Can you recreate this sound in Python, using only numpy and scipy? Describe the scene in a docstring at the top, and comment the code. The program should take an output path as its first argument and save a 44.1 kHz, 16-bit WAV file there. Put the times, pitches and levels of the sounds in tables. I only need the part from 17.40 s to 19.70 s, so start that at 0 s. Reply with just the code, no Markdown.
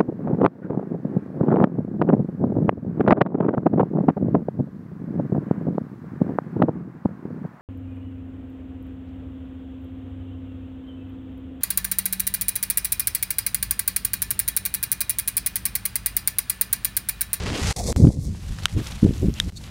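"""A rocky ledge in light wind, open air, no echo; a foil blanket and a sleeping bag right at the camera.
First the foil crinkles, louder and brighter as it is pulled. Fabric then slides over the microphone,
twice sealing its port with a pop, and gusts and handling thump it. From about one second the bag and
blanket settle in a quiet rustle, broken by more thumps and two hard clicks close by.
Near the end the port seals briefly once more and nylon slips with a short zip."""
import sys
import numpy as np
from scipy import signal
from scipy.fft import rfft, irfft, next_fast_len
from scipy.io import wavfile
from scipy.ndimage import uniform_filter1d, map_coordinates

SR = 44100
rng = np.random.default_rng(int(sys.argv[2]) if len(sys.argv) > 2 else 0)


def unload_wav(signal):
    """Save mono or channel-first audio to the path in sys.argv[1] as 16-bit WAV at rate SR, clipped to [-1, 1]."""
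    wavfile.write(
        sys.argv[1],
        SR,
        np.round(np.clip(np.atleast_2d(signal).T, -1, 1) * 32767).astype(np.int16),
    )


N = 101429

# fabric sealing the microphone port: start_s, end_s, loss_db, closing_pop_db, opening_pop_db
PORT_SEALS = [(0.328, .362, 29.5, -43, -27), (.527, 0.5622, 26.5, -10.5, -10),
              (2.102, 2.1225, 9, -62, -33.5)]
FIRST_SEAL_S = PORT_SEALS[0][0]


def amp(db):
    """Decibels to gain."""
    return 10 ** (np.asarray(db) / 20)


def unit(x):
    """x scaled to rms 1."""
    return x / np.sqrt(np.mean(x ** 2) + 1e-20)


def clock():
    """The time of each sample in seconds."""
    return np.arange(N) / SR


def curves(rows):
    """One value per sample for each column after the time."""
    times, *columns = np.transpose(rows)
    return [np.interp(clock(), times, column) for column in columns]


def between(start_s, end_s, edge_s):
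    """1 from start to end, with soft edges."""
    return (np.tanh((clock() - start_s) / edge_s) - np.tanh((clock() - end_s) / edge_s)) / 2


def wobble(rate):
    """A smooth random curve, rate knots a second."""
    return map_coordinates(rng.standard_normal(N // 20), [clock() * rate], mode="wrap")


def coloured(x, points):
    """x through a causal filter shaped by (freq_hz, gain_db) points, at rms 1."""
    size = 8192
    hz, db = np.transpose(points)
    gain = amp(np.interp(np.log(np.fft.rfftfreq(size, 1 / SR) + 1), np.log(hz), db))
    cepstrum = irfft(np.log(gain))
    cepstrum[1:size // 2] *= 2  # folded for minimum phase
    cepstrum[size // 2 + 1:] = 0
    impulse = irfft(np.exp(rfft(cepstrum)))[:size // 2]
    return unit(signal.fftconvolve(x, impulse)[:len(x)])


def crackle(rate, spread_db, grain_db):
    """Tiny slips of random size, rate a second, over a smooth friction hiss."""
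    sizes = amp(spread_db * np.minimum(rng.exponential(size=N), 4))
    slips = (rng.random(N) < rate / SR) * sizes * rng.choice([-1, 1], N)
    return unit(amp(grain_db) * unit(slips) + rng.standard_normal(N))


def add(track, start_s, sound):
    """Mixes a short sound into the track."""
    part = track[round(start_s * SR):][:len(sound)]
    part += sound[:len(part)]


def noise_floor():
    """A faint steady noise behind everything, strongest in the bass."""
    # its spectrum: freq_hz, gain_db
    colour = [(100, 23), (600, 9.5), (1400, -1), (2200, 1), (3000, 2), (4500, 2), (9000, -15.5),
              (15000, -10)]
    return amp(-57) * coloured(rng.standard_normal(N), colour)


def wind():
    """Air rumbles on the microphone port and flutters in the gusts, in short uneven bursts."""
    # gust strength before the peaks are eased: time_s, rumble_db, flutter_db
    gusts = [(0.0, -27, -42.5), (0.13, -26.5, -31.5), (0.2, -48, -34.5), (0.22, -22.5, -47),
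             (0.31, -20.5, -40.5), (0.34, -65, -57), (0.37, -29, -45), (0.52, -22.5, -27), (0.54, -28, -36),
             (0.56, 10, -19), (0.6, -32, -18.5), (0.63, -18, -23), (0.68, -19, -17.5), (0.73, -34.5, -44.5),
             (0.79, -23.5, -37.5), (0.81, -29, -43), (0.89, -21.5, -38), (0.98, -35.5, -52),
             (1.12, -26.5, -53), (1.17, -35, -66), (1.25, -27.5, -47), (1.29, -44, -70), (1.33, -29, -54),
             (1.37, -14, -20.5), (1.44, -35, -46), (1.58, -30.5, -71), (1.61, -43, -74), (1.63, -28, -11),
             (1.65, -16, -21.5), (1.75, -30.5, -38.5), (1.81, -24, -40.5), (1.84, -24, -14.5),
             (1.87, -24, -31), (1.88, -18.5, -22), (1.96, -35, -49.5), (2.08, -24, -40.5), (2.11, -37, -50),
             (2.3, -36.5, -48)]
    # spectra of the air on the port: freq_hz, gain_db
    rumble_colour = [(10, -30), (25, -11), (45, -2), (70, 2.5), (120, -5), (175, -8), (260, -24.5),
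                     (500, -45), (1500, -88.5)]
    flutter_colour = [(80, -13), (150, -10.5), (210, 3), (300, -3), (400, -9), (600, -23.5), (900, -41),
                      (2000, -76)]
    knee_db, easing = -21, 0.72
    rumble_db, flutter_db = [db - easing * np.maximum(db - knee_db, 0) for db in curves(gusts)]
    layers = [coloured(rng.standard_normal(N), colour) for colour in (rumble_colour, flutter_colour)]
    # evened out over about 30 ms, so that the gusts set the level
    rumble, flutter = [x / np.sqrt(np.abs(uniform_filter1d(x * x, size=1300)) + 1e-6) for x in layers]
    return rumble * amp(rumble_db - 1.5) + flutter * amp(flutter_db - 1.0 + 3.3 * wobble(70))


def thumps():
    """Each bump is one push of pressure with a wider, shallow suction around it."""
    # gusts and handling on the microphone: centre_s, peak_db, width_s
    bumps = [(0.602, -3, 0.00076), (0.6268, -3, .0014), (.638, 0.5, 0.0014), (.645, -1.5, 0.00067),
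             (0.6518, -0.5, 0.00088), (.672, 0.5, 0.00081), (0.6796, -8, 0.00065), (.6894, -4, 0.0012),
             (0.7909, -15.5, 0.0012), (1.111, -21, 0.0029), (1.3665, -13, 0.0013), (1.375, -12.5, .0011),
             (1.6319, -1, 0.0008), (1.6509, -0.5, 0.00078), (1.6611, -4.5, 0.00074),
             (1.666, -14.5, 0.00043), (1.694, -7, 0.0011), (1.709, -11.5, 0.00067), (1.8304, -12.5, .001),
             (1.847, -7, 0.00086), (1.8581, -12, 0.0009), (1.886, -6.5, 0.00087), (2.077, -15.5, 0.0011)]
    suction_ratio = 3.34  # this many times wider and weaker than the push
    out, t = np.zeros(N), np.arange(-SR // 20, SR // 20) / SR
    for centre_s, peak_db, width_s in bumps:
        push = np.exp(-.5 * (t / width_s) ** 2)
        suction = np.exp(-.5 * (t / width_s / suction_ratio) ** 2) / suction_ratio
        pressure = push - suction
        add(out, centre_s + t[0], amp(peak_db) * pressure / pressure.max())
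    return out


def clicks():
    """Something hard taps close to the microphone, rings for a few milliseconds and rebounds."""
    # hard taps: start_s, peak_db, rebound_gap_s, rebound_change_db
    taps = [(1.2565, 4, 0.00078, -27), (2.0006, -2, .00056, -9)]
    # resonances, one list for each spot struck: centre_hz, width_hz, level_db
    spots = [
        [(1460, 330, -3), (3060, 480, 0), (3700, 340, -5.5), (6000, 1900, -15), (9200, 780, -15.5),
         (11800, 2200, -17)],
        [(1740, 510, -9.5), (3240, 310, 0), (3700, 160, 0.5), (4500, 300, -13), (6000, 670, -12),
         (8900, 1100, -17.5)],
    ]
    low_hz, high_hz, crack_db = 540, 12000, -32
    out, hz = np.zeros(N), np.arange(50, 20000, 40)
    band = 1 / (1 + (low_hz / hz) ** 4) / (1 + (hz / high_hz) ** 12)
    for (start_s, peak_db, gap_s, rebound_db), modes in zip(taps, spots):
        ring_power = sum(amp(level) ** 2 / (1 + ((hz / centre - centre / hz) * centre / width) ** 2)
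                         for centre, width, level in modes)
        spectrum_db = 10 * np.log10((ring_power + amp(crack_db) ** 2) * band)
        tap = coloured(signal.unit_impulse(SR // 20), np.transpose([hz, spectrum_db]))
        tap /= np.abs(tap).max()
        for k in range(5):
            add(out, start_s + k * gap_s, amp(peak_db + k * rebound_db) * tap)
    return out


def sleeping_bag():
    """The sleeping bag and blanket rustle quietly as they settle."""
    # strength of the rustle, one list a stroke: time_s, body_db, hiss_db
    strokes = [
        [(0.95, -56, -55.5), (1.002, -54.5, -54.5), (1.036, -48, -51), (1.044, -53.5, -55.5),
         (1.132, -47.5, -49.5), (1.154, -51.5, -55), (1.192, -44, -49), (1.212, -48.5, -53.5),
         (1.238, -41, -46), (1.245, -46, -49)],
        [(1.27, -50.5, -54.5), (1.332, -50, -51), (1.358, -52.5, -56.5), (1.38, -43.5, -50),
         (1.466, -43.5, -48), (1.718, -51, -53.5), (1.73, -49.5, -51), (1.864, -50.5, -51), (1.886, -54, -58),
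         (1.99, -48, -49)],
        [(2.012, -49.5, -51.5), (2.086, -51.5, -51), (2.1, -49, -54), (2.106, -73, -59), (2.15, -64, -59.5),
         (2.174, -58, -47), (2.188, -57, -56), (2.232, -55.5, -55.5), (2.238, -50, -50), (2.3, -50.5, -58.5)],
    ]
    # spectra of the rustle: freq_hz, gain_db
    body_colour = [(200, -17), (450, 0), (1000, -0.5), (2000, -1.5), (3000, -1), (4000, -3.5), (6000, -18),
                   (12000, -69)]
    hiss_colour = [(2000, -30), (4000, -2.5), (5500, 0.5), (7500, -2), (10000, -5.5), (12500, -10.5),
                   (15500, -20)]
    body_db, hiss_db = curves(np.vstack(strokes))
    body = coloured(crackle(rate=1000, spread_db=7, grain_db=-6), body_colour) * amp(body_db + 0.9)
    hiss = coloured(crackle(rate=820, spread_db=3, grain_db=-1), hiss_colour) * amp(hiss_db + 1.1)
    return (body + hiss) * amp(1.8 * wobble(90)) * between(0.89, 3, edge_s=0.021)


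def nylon_zip():
    """Ribbed cloth slips quickly and sings for a moment."""
    # the slip: centre_s, half_length_s, level_db
    slip = (2.174, 0.0067, -38)
    # spectrum of the singing ribs: freq_hz, gain_db
    colour = [(2500, -42), (3400, -16), (3750, 2), (4000, -10), (4400, 9.5), (5000, -26), (6500, -4),
              (10000, -20), (15000, -30)]
    centre_s, half_length_s, level_db = slip
    swell = np.exp(-.5 * ((clock() - centre_s) / half_length_s) ** 2)
    return coloured(rng.standard_normal(N), colour) * amp(level_db) * swell


def swishes():
    """Single folds slide over each other, each with its own hollow pitch."""
    # sliding folds: centre_s, half_length_s, level_db, pitch_hz, width_octaves
    folds = [(0.094, 0.0047, -42, 3500, 0.5), (0.152, 0.012, -33.5, 2920, 0.2),
             (0.394, 0.021, -34.5, 713, 0.13), (0.488, 0.026, -41.5, 523, 0.25),
             (0.84, 0.023, -53, 9100, 0.61), (1.458, 0.048, -55, 11460, 0.39),
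             (1.853, 0.12, -60, 12000, .3), (1.98, 0.016, -43, 2800, 0.27),
             (2.096, 0.0018, -48.5, 1980, 0.12)]
    out = np.zeros(N)
    for centre_s, half_length_s, level_db, pitch_hz, octaves in folds:
        band = [(pitch_hz * 2 ** (k * octaves), -20 * np.log10(1 + k * k)) for k in np.linspace(-8, 8, 33)]
        offset = (clock() - centre_s) / half_length_s
        near = np.abs(offset) < 4
        swell = np.exp(-.5 * offset[near] ** 2)
        out[near] += coloured(rng.standard_normal(N)[near], band) * amp(level_db) * swell
    return out


def fabric_rub():
    """Fabric slides right over the microphone port: a hollow hiss above a low scrape."""
    # strength of the rubbing, one list a stroke: time_s, level_db
    hiss_strokes = [
        [(0.366, -30.5), (0.38, -39), (0.386, -33), (0.432, -39.5), (0.452, -39.5), (0.474, -30),
         (0.522, -37.5)],
        [(0.568, -40), (0.712, -50), (0.72, -46), (0.776, -57.5), (0.822, -48.5), (0.864, -47.5),
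         (0.888, -55.5), (0.922, -65), (0.93, -53), (0.942, -56), (0.95, -63)],
    ]
    scrape_strokes = [
        [(0.366, -35.5), (0.412, -25.5), (0.42, -40), (0.454, -31.5), (0.464, -37), (0.494, -24),
         (0.522, -32.5)],
        [(0.568, -25.5), (0.592, -57), (0.604, -28), (0.678, -28), (0.7, -32), (0.716, -42.5), (0.94, -60)],
    ]
    # spectra of the rubbing: freq_hz, gain_db
    hiss_colour = [(600, -39), (1100, -6.5), (1450, -20.5), (2100, -8), (2600, -13.5), (2950, -25),
                   (3400, -8), (4200, -3), (6000, -0.5), (8500, -3), (11500, -12), (15500, -29)]
    scrape_colour = [(150, -18.5), (330, -5), (500, 4), (720, -7), (1000, -16), (1450, -36.5), (3000, -52)]
    hiss_db, = curves(np.vstack(hiss_strokes))
    scrape_db, = curves(np.vstack(scrape_strokes))
    hiss = coloured(crackle(rate=3400, spread_db=4.5, grain_db=4.5), hiss_colour)
    hiss *= amp(hiss_db + 0.3 + 1.17 * wobble(109))
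    scrape = coloured(crackle(rate=420, spread_db=6.5, grain_db=2.5), scrape_colour)
    scrape *= amp(scrape_db - 4.5)
    return (hiss + scrape) * between(FIRST_SEAL_S + .005, 1.0, edge_s=.004)


def creases():
    """Each crease flips with a tick and a tiny broad burst."""
    # single creases flipping: start_s, peak_db, pitch_hz
    flips = [(.0355, -26.5, 7000), (0.0673, -16.5, 1890), (0.0718, -28, 2400), (0.0825, -24, 3000),
             (0.1014, -21, 2000), (.1775, -20, 4500), (0.2789, -16, 4900), (.386, -25, 7100),
             (0.6362, -38, 5030), (.672, -28, 1100), (0.9492, -32.5, 595), (1.1869, -25, 1490),
             (1.2352, -23, 4500), (1.283, -30.5, 2190), (1.326, -29, 5000), (1.402, -32, 900),
             (1.471, -22.5, 6500), (1.522, -24.5, 3980), (1.7365, -26.5, 3940), (1.781, -31, 6000),
             (1.9403, -22.5, 5000), (1.984, -30, 2980), (2.211, -36.5, 647), (2.2405, -29, 4000)]
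    decay_s, width_octaves, top_hz, lead_samples = 0.00098, 0.72, 9700, 20
    out, t = np.zeros(N), np.arange(512) / SR
    hz = np.fft.rfftfreq(len(t), 1 / SR) + 1
    for start_s, peak_db, pitch_hz in flips:
        burst = rng.standard_normal(len(t)) * np.exp(-t / decay_s) + 3 * (t == 0)
        colour = 1 / (1 + (np.log2(hz / pitch_hz) / width_octaves) ** 2) / (1 + (hz / top_hz) ** 4)
        tick = irfft(rfft(np.roll(burst, lead_samples)) * colour)
        add(out, start_s - lead_samples / SR, amp(peak_db) * tick / np.abs(tick).max())
    return out


def foil_blanket():
    """The foil is pulled past the microphone: the harder the pull, the louder and brighter it crackles."""
    # strength of the crinkling: time_s, level_db
    pull = [(0.0, -36.5), (0.06, -38), (0.064, -31.5), (0.12, -35.5), (0.156, -31), (0.212, -33),
            (0.282, -29), (0.322, -31.5)]
    # spectra of foil pulled gently and hard: freq_hz, gain_db
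    soft_colour = [(240, -24), (400, 0), (552, -3), (643, -6), (1190, -11), (1960, -12), (2840, -13),
                   (5000, -15), (9210, -26.5), (15500, -50)]
    hard_colour = [(240, -29), (400, -3), (673, -6.5), (809, -0.5), (1050, -6.5), (2120, -5), (3460, -7.5),
                   (6580, -6.5), (9950, -14.5), (15500, -33.5)]
    level_db, = curves(pull)
    slips = crackle(rate=2500, spread_db=4.5, grain_db=0)
    effort = np.clip((clock() - .1) / 0.22, 0, 1)
    sheet = (1 - effort) * coloured(slips, soft_colour) + effort * coloured(slips, hard_colour)
    until_covered = between(-1, FIRST_SEAL_S + 0.019, edge_s=.003)
    return sheet * amp(level_db + 2 + 0.85 * wobble(116.6)) * until_covered


def microphone_port(rustle, air):
    """While fabric seals the port, rustle and wind drop away; it closes and opens with a pop."""
    edge_s, sealed_wind_db = 0.00046, -20.5
    loss_db, shut, pops = np.zeros((3, N))
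    t = np.arange(SR // 20) / SR
    pop = np.exp(-t / 0.00036) - 0.37 * np.exp(-t / 0.00053)
    for start_s, end_s, seal_loss_db, closing_db, opening_db in PORT_SEALS:
        sealed = between(start_s, end_s, edge_s)
        loss_db += seal_loss_db * sealed
        shut += sealed
        add(pops, start_s, amp(closing_db) * pop)
        add(pops, end_s, -amp(opening_db) * pop)
    return rustle * amp(-loss_db) + air * amp(sealed_wind_db * shut) + pops


def scene():
    """Close rustle and wind through the port, with thumps, clicks and a faint noise floor, in mono."""
    rustle = foil_blanket() + fabric_rub() + sleeping_bag() + swishes() + nylon_zip() + creases()
    return (microphone_port(rustle, wind()) + thumps() + clicks() + noise_floor())[None]


def record(dry):
    """The camera clips near full scale and keeps nothing above its band limit."""
    clip_level, top_hz = .93, 15750
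    size = next_fast_len(N + SR // 2)
    band = np.clip((top_hz - np.fft.rfftfreq(size, 1 / SR)) / 300 + .5, 0, 1)
    clipped = np.clip(dry, -clip_level, clip_level)
    return irfft(rfft(clipped, size) * band, size)[:, :N]


dry = scene()
out = record(dry)
unload_wav(out)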